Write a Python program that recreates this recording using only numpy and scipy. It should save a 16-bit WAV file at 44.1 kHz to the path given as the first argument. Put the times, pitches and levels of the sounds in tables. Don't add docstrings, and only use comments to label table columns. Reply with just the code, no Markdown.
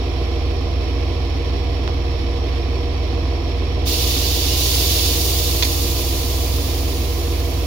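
import sys
import numpy as np
from scipy import signal
from scipy.fft import rfft, irfft
from scipy.io import wavfile

SR = 44100
rng = np.random.default_rng(int(sys.argv[2]) if len(sys.argv) > 2 else 0)


def persist_wave(psi):
    counts = np.round(np.clip(psi, -1, 1) * 32767).astype(np.int16)
    wavfile.write(sys.argv[1], SR, np.atleast_2d(counts).T)


N = 337806
T = np.arange(N) / SR
HZ = np.maximum(np.arange(N // 2 + 1) * SR / N, 1)
CYCLE_HZ = 6.7497


# order, level/dB
EXHAUST_ORDERS = [(6, -33.5), (9, -22.5), (10, -41), (12, -24.5), (15, -39), (18, -41)]

def exhaust(cycles, silencer_hz=73, width_hz=14.6, waver_db=.55):
    crank = cycles + .005 * np.sin(2 * np.pi * cycles)
    throb = 0
    for order, db in EXHAUST_ORDERS:
        shift = 2 * np.angle(resonance(order * CYCLE_HZ, silencer_hz, width_hz))
        throb -= undb(db + waver_db * walk(3.8)) * np.sin(2 * np.pi * order * crank + shift)
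    return np.sqrt(2) * pan(-2.5) * throb


# f/Hz, left and right spectrum level/dB
BLOCK_SPECTRUM = [(25, -71, -70), (40, -63, -61), (65, -54, -52), (120, -54, -53), (190, -64, -62),
                  (260, -61, -60), (380, -60, -60), (540, -67, -65), (800, -65, -63), (875, -73, -71),
                  (1100, -68, -65), (1500, -74, -75), (2000, -78, -73)]
# f/Hz, bandwidth/Hz, gain/dB
FRAME_MODES = [(284, 30, 5), (340, 30, 5), (390, 25, 4), (474, 24, 9), (612, 14, 5), (683, 28, 7),
               (738, 25, 4), (1024, 32, 6)]

def engine_block(cycles, coherent_hz=500, lag_cycles=.02):
    knocks = firing_envelope(cycles - lag_cycles, depth=.8, decay=.25, weak_db=-6, scatter_db=1)
    a, b = cyclic_noise(cycles, repeat=.27) * knocks
    coherence = .92 * lowpass(coherent_hz, order=2)
    mid = shape(a, np.sqrt((1 + coherence) / 2))
    side = shape(b, np.sqrt((1 - coherence) / 2))
    response = colour(BLOCK_SPECTRUM) * mode_gain(FRAME_MODES) * lowpass(1305, order=6)
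    return shape(np.array([mid + side, mid - side]), response)


# order, level/dB
PANEL_ORDERS = [(36, -47), (39, -43), (41, -45), (42, -41), (48, -45), (49, -49), (50, -36), (58, -48),
                (59, -48), (68, -48), (69, -49), (70, -41), (71, -42), (72, -45), (81, -52), (90, -52),
                (91, -47), (92, -54), (93, -53), (100, -52), (102, -50), (103, -54)]

def body_panels(cycles, waver_db=.63):
    drone = 0
    for order, db in PANEL_ORDERS:
        dispersion = .523 * np.pi * order ** 2
        drone += undb(db + waver_db * walk(2.7)) * np.sin(2 * np.pi * order * cycles + dispersion)
    return np.sqrt(2) * pan(.2) * drone


# f/Hz, left and right spectrum level/dB
GEAR_SPECTRUM = [(1540, -73.5, -75.5), (2540, -77.5, -66), (2680, -79, -67), (3500, -74.5, -68),
                 (4510, -79.5, -69.5), (4980, -83, -76.5), (5370, -77.5, -66), (5760, -78, -73.5),
                 (5850, -85, -84), (6970, -85, -94.5), (7500, -93, -110), (10800, -96, -93.5),
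                 (16000, -95.5, -106)]

def gears(cycles):
    noise = cyclic_noise(cycles, repeat=.29)
    noise *= firing_envelope(cycles, depth=.15, decay=.21, weak_db=0, scatter_db=5)
    flicker = undb(.39 * walk(11) + .44 * walk(65))
    whirr = underfloor(noise * flicker, wet_db=-8.5, t60=.093)
    return shape(whirr, colour(GEAR_SPECTRUM) * highpass(1460, order=6))


# t/s, flow gain/dB, extra gain of the lower roar/dB
VALVE_STAGES = [(3.85, -2.5, 2.2), (4.565, .7, .5)]

def discharge(travel_s=.028, hold_until_s=5.185, fall_db_per_s=6, roar_until_s=5.08, roar_loss_db=2.5):
    flow, roar_db = 0, 0
    for start, stage_db, stage_roar_db in VALVE_STAGES:
        moved = np.clip((T - start) / travel_s, 0, 1)
        flow += moved * (undb(stage_db) - flow)
        roar_db += moved * (stage_roar_db - roar_db)
    drained_db = fall_db_per_s * np.maximum(T - hold_until_s, 0)
    calmed = 1 - np.exp(-np.maximum(T - roar_until_s, 0) / .063)
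    return flow * undb(-drained_db), undb(roar_db - roar_loss_db * calmed)


# f/Hz, left and right spectrum level/dB
JET_SPECTRUM = [(1490, -78.5, -77.5), (2130, -75, -67.5), (2830, -66, -57.5), (3440, -66, -56.5),
                (4780, -60.5, -53.5), (5660, -63.5, -59.5), (6740, -59, -62.5), (7240, -61, -86),
                (7740, -69.5, -100), (8400, -67, -72), (9450, -65.5, -65.5), (11300, -70.5, -63),
                (13500, -62, -65.5), (15600, -60.5, -64)]
# f/Hz, bandwidth/Hz, gain/dB
PIPE_MODES = [(3568, 22, 6.5), (4630, 40, 2), (5828, 40, 3), (6329, 45, 3.5)]

def air_jet(roar_hz=6200, flutter_db=.38):
    flow, roar_gain = discharge()
    flow *= undb(flutter_db * walk(23))
    turbulence = underfloor(rng.standard_normal((2, N)), wet_db=-7.5, t60=.077)
    jet = shape(turbulence, colour(JET_SPECTRUM) * mode_gain(PIPE_MODES))
    roar = shape(jet, lowpass(roar_hz, order=4) ** 2)
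    return flow * (jet - roar + roar_gain * roar)


# t/s, level/dB, T60/s
VALVE_BLOWS = [(5.6243, -11, .045), (5.6315, -17, .035), (5.648, -23, .09)]
# f/Hz, bandwidth/Hz, relative level/dB
VALVE_MODES = [(720, 140, -11), (980, 62, -4), (2120, 460, -5), (2560, 270, -4.5), (3530, 230, 3),
               (4400, 540, -0.5), (5160, 400, -6), (6240, 300, -3)]

def valve_gear(rise_s=.00037):
    envelope = 0
    for start, db, t60 in VALVE_BLOWS:
        age = np.maximum(T - start, 0)
        envelope += undb(db) * (1 - np.exp(-age / rise_s)) * damping(age, t60)
    power = sum(np.abs(undb(db) * resonance(HZ, hz, width)) ** 2 for hz, width, db in VALVE_MODES)
    rattle = unit(shape(rng.standard_normal((2, N)), np.sqrt(power) * lowpass(6800, order=6)))
    return envelope * rattle * pan(-7)


# t/s, left and right peak level/dB
TICK_PEAKS = [(1.8776, -30, -4.5)]

def tick(thud_db=-31, thud_hz=700, thud_t60=.12):
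    click, envelope = np.zeros((2, N)), 0
    for start, *sides_db in TICK_PEAKS:
        click[:, int(start * SR)] = undb(sides_db)
        envelope += (T >= start) * damping(np.abs(T - start), thud_t60)
    band = lowpass(4000, order=4)
    thud = unit(shape(rng.standard_normal((2, N)), np.abs(resonance(HZ, thud_hz, thud_hz)) ** 2))
    return shape(click, band / band.mean()) + undb(thud_db) * envelope * thud


# f/Hz, level/dB, rms deviation/Hz
FAN_TONES = [(56.8, -44, .1), (113.6, -42, .2), (972, -51, 1.3)]

def fans():
    hum = 0
    for hz, db, deviation in FAN_TONES:
        phase = 2 * np.pi * np.cumsum(hz + deviation * walk(3.8)) / SR
        hum += undb(db) * np.sin(phase)
    return np.sqrt(2) * hum


def underfloor(x, wet_db, t60):
    t = T[:SR // 3]
    tail = rng.standard_normal((2, len(t))) * damping(t, t60)
    response = undb(wet_db) * tail / np.linalg.norm(tail, axis=1, keepdims=True)
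    response[:, 0] += 1
    response /= np.linalg.norm(response, axis=1, keepdims=True)
    return signal.fftconvolve(x, response, axes=1)[:, :N]


def firing_envelope(cycles, depth, decay, weak_db, scatter_db):
    firing = np.floor(6 * cycles).astype(int)
    since = 6 * cycles - firing
    size_db = weak_db * (firing % 2) + scatter_db * rng.standard_normal(512)[firing]
    return unit(1 + depth * undb(size_db) * np.exp(-since / decay))


def cyclic_noise(cycles, repeat):
    period = int(SR / CYCLE_HZ)
    one_cycle = irfft(np.exp(2j * np.pi * rng.random((2, period // 2 + 1))), period)
    periodic = unit(one_cycle)[:, (cycles % 1 * period).astype(int) % period]
    return np.sqrt(repeat) * periodic + np.sqrt(1 - repeat) * rng.standard_normal((2, N))


def resonance(hz, centre_hz, width_hz):
    return 1 / (1 + 1j * (hz ** 2 - centre_hz ** 2) / (hz * width_hz))


def mode_gain(table):
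    return undb(sum(db * np.abs(resonance(HZ, hz, width)) ** 2 for hz, width, db in table))


def colour(table):
    hz, *sides = np.transpose(table)
    return undb([np.interp(np.log(HZ), np.log(hz), db) for db in sides]) * np.sqrt(SR / 2)


def damping(age, t60):
    return np.exp(-np.log(1000) * age / t60)


def walk(rate_hz):
    return unit(shape(rng.standard_normal(N), lowpass(rate_hz, order=3)))


def shape(x, gain):
    return irfft(rfft(x) * gain, N)


def lowpass(edge_hz, order):
    return 1 / np.sqrt(1 + (HZ / edge_hz) ** (2 * order))


def highpass(edge_hz, order):
    return np.sqrt(1 - lowpass(edge_hz, order) ** 2)


def pan(db):
    return undb([[db / 2], [-db / 2]])


def undb(db):
    return 10 ** (np.asarray(db) / 20)


def unit(x):
    return x / np.sqrt(np.mean(x ** 2))


def scene(first_firing_s=.014, ear_offset_s=.00016):
    cycles = CYCLE_HZ * (T - first_firing_s) + .0008 * walk(1.5)
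    at_ears = cycles - CYCLE_HZ * np.array([[ear_offset_s], [-ear_offset_s]])
    engine = exhaust(at_ears) + body_panels(at_ears) + engine_block(cycles) + gears(cycles)
    return engine + fans() + air_jet() + valve_gear() + tick()


def record(dry, ceiling=.9, top_hz=15850):
    rounded = dry / (1 + (dry / ceiling) ** 8) ** (1 / 8)
    passband = 1 / (1 + np.exp(np.clip((HZ - top_hz) / 30, -50, 50)))
    return shape(rounded, passband)


dry = scene()
out = record(dry)
persist_wave(out)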